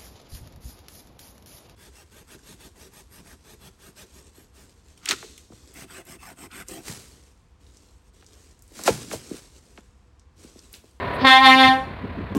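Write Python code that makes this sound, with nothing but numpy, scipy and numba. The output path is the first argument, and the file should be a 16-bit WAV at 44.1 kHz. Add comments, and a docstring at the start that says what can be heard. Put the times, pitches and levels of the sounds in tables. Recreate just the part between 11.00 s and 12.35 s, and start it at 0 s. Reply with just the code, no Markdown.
"""Air horn of a rolling lorry

A lorry sounds its horn close by: one reed near 263 Hz, its air pressure surging three times.
Partials are summed, the high ones growing fastest with pressure; echoes off nearby walls beat with them.
Diesel and tyres are shaped noise throbbing with the firings, under a few wavering sines of whine.
Wind bumps the microphone as low noise, and the recorder turns itself down for the blast."""
import sys
import numpy as np
from scipy import signal
from scipy.fft import rfft, irfft
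from scipy.io import wavfile
from scipy.ndimage import map_coordinates
from numba import njit

SR = 44100
rng = np.random.default_rng(int(sys.argv[2]) if len(sys.argv) > 2 else 0)


def output_pcm(signal):
    """Save a mono or channel-first signal as 16-bit PCM at the path in sys.argv[1].

    Samples are clipped to [-1, 1] before scaling.
    """
    pcm = np.clip(np.atleast_2d(signal).T, -1, 1) * 32767
    wavfile.write(sys.argv[1], SR, np.round(pcm).astype(np.int16))


N = 59535  # samples, 1.35 s
TOP_HZ = 15700  # highest horn partial, and where the recorder cuts the treble


def undb(db):
    """Decibels to gain."""
    return 10 ** (np.asarray(db) / 20)


def unit(x):
    """Scale to rms 1."""
    return x / np.sqrt(np.mean(x ** 2))


def curve(table, at):
    """Straight lines through the rows of a two-column table."""
    return np.interp(at, *np.array(table).T)


def band(x, hz, kind="bandpass", order=2):
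    """Butterworth filter."""
    return signal.sosfilt(signal.butter(order, np.clip(hz, 10, .45 * SR), kind, fs=SR, output="sos"), x)


def hiss(hz, order=2):
    """White noise through a bandpass, at rms 1."""
    return unit(band(rng.standard_normal(N), hz, order=order))


def noise(spectrum):
    """Noise of rms 1 shaped by (frequency [Hz], level [dB]) points, joined over log frequency."""
    hz, db = np.array(spectrum).T
    bins = np.maximum(np.fft.rfftfreq(N, 1 / SR), 1)
    shape = undb(np.interp(np.log(bins), np.log(hz), db))
    return unit(irfft(rfft(rng.standard_normal(N)) * shape, N))


def walk(hz):
    """Random wander of rms 1, no faster than about hz."""
    settled = band(rng.standard_normal(2 * N), hz, "lowpass")[N:]
    return unit(settled)


def swell(t, at, length):
    """A bell-shaped rise and fall; length is its standard deviation."""
    return np.exp(-.5 * ((t - at) / length) ** 2)


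def decay(t, t60_s):
    """Exponential fade of 60 dB in t60_s seconds."""
    return np.exp(-np.log(1000) * t / t60_s)


@njit
def follow(x, attack, release):
    """Envelope that rises quickly and sinks slowly."""
    out, e = np.empty(len(x)), 0.
    for i in range(len(x)):
        e += (x[i] - e) * (attack if x[i] > e else release)
        out[i] = e
    return out


def horn(t):
    """The reed pulses the pipe once a cycle; high partials and breath grow fastest with pressure."""
    # air pressure at the reed: (time [s], level [dB])
    pressure_points = [(0.205, -64.5), (0.226, -18), (0.24, -14.5), (0.25, -4.5), (0.262, -4.5),
                       (0.272, -1), (0.335, 0), (0.405, -5), (0.46, 1.5), (0.51, 0.5), (0.57, -2),
                       (0.605, 0.5), (0.655, -0.5), (0.71, -5.5), (0.765, -10.5), (0.8, -13), (0.84, -90)]
    # pitch of the reed: (time [s], frequency [Hz])
    pitch_points = [(0.235, 258.5), (0.255, 269.4), (0.275, 262.8), (0.3, 261), (0.35, 262), (0.42, 266.2),
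                    (0.47, 261), (0.51, 260.8), (0.56, 263.5), (0.61, 262.7), (0.66, 259.6), (0.72, 262.78),
                    (0.79, 265.4)]
    # partials of the flared pipe at 0 dB pressure: (multiple of the pitch, level [dB])
    partials = [(1, -2), (2, -7), (3, 6.5), (4, 5), (5, -1.5), (6, -0.5), (7, 4), (8, 2), (9, -3.5),
                (10, -4.5), (11, -6), (12, -3.5), (13, 0), (14, 0), (15, -12), (16, -4.5), (17, -14.5),
                (18, -14), (19, -39.5), (20, -20.5)]
    # brassy edge above those partials: (frequency [Hz], level [dB])
    edge = [(5500, -25), (6300, -32), (8000, -37), (11000, -35.5), (13000, -50), (15500, -55)]
    # wavering of the low partials:
    # (time [s], first [dB], second [dB], third [dB], fourth [dB])
    low_levels = [(0.24, -1, 1.5, -1.5, 6), (0.275, -1.5, 1, -10, -5), (0.333, -11.5, -1, 0, 3),
                  (0.409, 0, -3, 10, 7), (0.479, 1, 1, -6.5, -1.5), (0.6, 1, 1, -3.5, 1.5),
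                  (0.691, 2, 7, 5.5, -2.5), (0.745, -7, 11.5, 0.5, 2), (0.79, -11.5, 8.5, 1.5, 7.5)]
    bloom_base, bloom_per_octave = 0.49, 0.73  # dB of a partial per dB of pressure
    bloom_top = 26  # partials above this multiple swell together
    pipe_spread_s = 0.000578  # the highest partials leave the bell this much later
    horn_db, air_db = -7.5, -33  # air_db is relative to the partials

    pressure_db = curve(pressure_points, t)
    hz = curve(pitch_points, t)
    rattle = 0.0033 * swell(t, 0.294, 0.02)  # the reed rattles before it settles
    jitter = (0.0009 + rattle) * walk(126)
    phase = 2 * np.pi * np.cumsum(hz * (1 + jitter)) / SR

    mean_hz = hz.mean()
    multiples = np.arange(1, TOP_HZ // mean_hz + 1)
    edge_levels = curve(edge, multiples[len(partials):] * mean_hz)
    levels = np.concatenate([np.array(partials)[:, 1], edge_levels])

    # the pipe's resonances delay the partials as a causal filter does
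    mirrored = np.log(undb(np.concatenate([levels[:1], levels, levels[-2::-1]])))
    lags = signal.hilbert(mirrored).imag[1:len(levels) + 1]
    later_s = pipe_spread_s * np.minimum(multiples / len(partials), 1)
    lags = lags + np.cumsum(2 * np.pi * mean_hz * later_s)

    times, *columns = np.array(low_levels).T
    waver = {k + 1: np.interp(t, times, column) for k, column in enumerate(columns)}
    tone = np.zeros(N)
    for k, db, lag in zip(multiples, levels, lags):
        bloom = bloom_base + bloom_per_octave * np.log2(min(k, bloom_top))
        level_db = db + waver.get(k, 0) + pressure_db * bloom
        tone += undb(level_db) * np.cos(k * phase - lag)

    breath = hiss((600, 9000), order=1) * (1 + np.cos(phase))  # puffs once a cycle
    return undb(horn_db) * (tone + breath * undb(air_db + 2 * pressure_db))


def valve(t):
    """Air hisses through the pipe just before the reed speaks."""
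    return hiss((2200, 4980), order=6) * swell(t, 0.225, 0.016) * undb(-36)


def yard(x, t):
    """Wall echoes whose paths change as the lorry rolls, bright scatter and a thin tail from buildings."""
    # echoes from nearby walls:
    # (delay at mid blast [s], change of delay [ms per s], level [dB])
    echo_paths = [(0.0303, -4, -12), (0.0308, -4.5, -7), (0.0383, -1, -7.5), (0.05053, -10, -8.5)]
    mid_blast_s = 0.5
    tail_db, tail_t60_s, tail_hz = -13.5, 0.4, (417, 2930)
    # bright scatter off the cab and the house fronts
    scatter_db, scatter_t60_s, scatter_low_hz = 4.5, 0.4, 5770

    dull = band(x, 5000, "lowpass", order=3)
    echoes = np.zeros(N)
    for delay, drift, db in echo_paths:
        heard_s = t - delay - drift * (t - mid_blast_s) / 1000
        echoes += undb(db) * map_coordinates(dull, [heard_s * SR])

    tail = band(rng.standard_normal(N), tail_hz) * decay(t, tail_t60_s)
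    tail = tail * (t > .02)  # the buildings answer after 20 ms
    scatter = rng.standard_normal(N) * decay(t, scatter_t60_s)
    scatter = band(scatter / np.linalg.norm(scatter), scatter_low_hz, "highpass", order=4)
    diffuse = undb(tail_db) * tail / np.linalg.norm(tail) + undb(scatter_db) * scatter
    return x + echoes + signal.fftconvolve(x, diffuse)[:N]


def lorry(t):
    """Tyre and diesel noise that throbs with the firings, engine and gear whine, one tiny spit of air."""
    # spectrum of diesel and tyres: (frequency [Hz], relative level per Hz [dB])
    roll_spectrum = [(25, -44), (62, 1), (105, -1), (270, -7), (400, -7), (680, -4.5), (850, -12),
                     (990, -3.5), (1250, -11.5), (1850, -10.5), (3100, -22), (4300, -25.5), (5000, -39),
                     (6000, -52.5), (11000, -51.5), (15000, -54)]
    # their level: (time [s], level [dB])
    roll_level = [(0, -29.5), (0.19, -28.5), (0.22, -26), (0.3, -38.5), (0.9, -25.5), (1.35, -28.5)]
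    # engine and gear whine at the start: (frequency [Hz], level [dB])
    whine_lines = [(393, -38.5), (587, -41.5), (684, -44.5), (980, -36), (1050, -39.5), (1830, -43)]
    firing_hz, firing_wander, knock_depth = 36.06, 0.021, 0.19
    whine_wander, whine_fade_db_per_s = 0.0074, -10

    firing = 2 * np.pi * np.cumsum(firing_hz * (1 + firing_wander * walk(18))) / SR
    roll = noise(roll_spectrum) * (1 + knock_depth * np.cos(firing)) * undb(curve(roll_level, t))

    whine = np.zeros(N)
    for hz, db in whine_lines:
        phase = 2 * np.pi * np.cumsum(hz * (1 + whine_wander * walk(40))) / SR
        whine += undb(db) * np.sqrt(2) * np.sin(phase)

    spit = hiss((8600, 11800)) * swell(t, 0.152, 0.012) * undb(-55.5)
    return roll + whine * undb(whine_fade_db_per_s * t) + spit


def wind(t):
    """Wind on the microphone: a low rumble that sets in, with short buffets of low noise."""
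    # buffets: (time [s], length [s], level [dB])
    gusts = [(0.497, 0.06, -27.5), (0.554, 0.011, -18.5), (0.681, 0.019, -15), (0.817, 0.068, -25),
             (0.901, .02, -30), (1.045, 0.023, -18), (1.107, 0.011, -22.5), (1.196, 0.035, -19.5),
             (1.32, 0.011, -18)]
    rumble_from_s, rumble_rise_s, rumble_db = 0.32, 0.036, -29

    buffets = sum(undb(db) * swell(t, at, length) for at, length, db in gusts)
    rumble = undb(rumble_db) * np.clip((t - rumble_from_s) / rumble_rise_s, 0, 1)
    return buffets * hiss((69.5, 269)) + rumble * hiss((52.4, 100))


def scene():
    """Horn among its echoes, valve, lorry and wind at one microphone."""
    t = np.arange(N) / SR
    return (yard(horn(t), t) + valve(t) + lorry(t) + wind(t))[None]


def record(dry):
    """Gain control ducks for the horn and recovers slowly; peaks are rounded, deep bass and top are cut."""
    threshold_db, ratio, attack_s, release_s = -8, 3.01, 0.0017, 1.0
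    ceiling, low_cut_hz = 1.17, 39

    envelope = follow(np.abs(dry[0]), 1 / (attack_s * SR), 1 / (release_s * SR))
    gain = np.maximum(envelope / undb(threshold_db), 1) ** (1 / ratio - 1)
    rounded = ceiling * np.tanh(dry * gain / ceiling)
    lean = band(rounded, low_cut_hz, "highpass", order=3)
    top_cut = signal.ellip(10, .2, 70, TOP_HZ, fs=SR, output="sos")  # 0.2 dB ripple, 70 dB stop
    return signal.sosfilt(top_cut, lean)


dry = scene()
out = record(dry)
output_pcm(out)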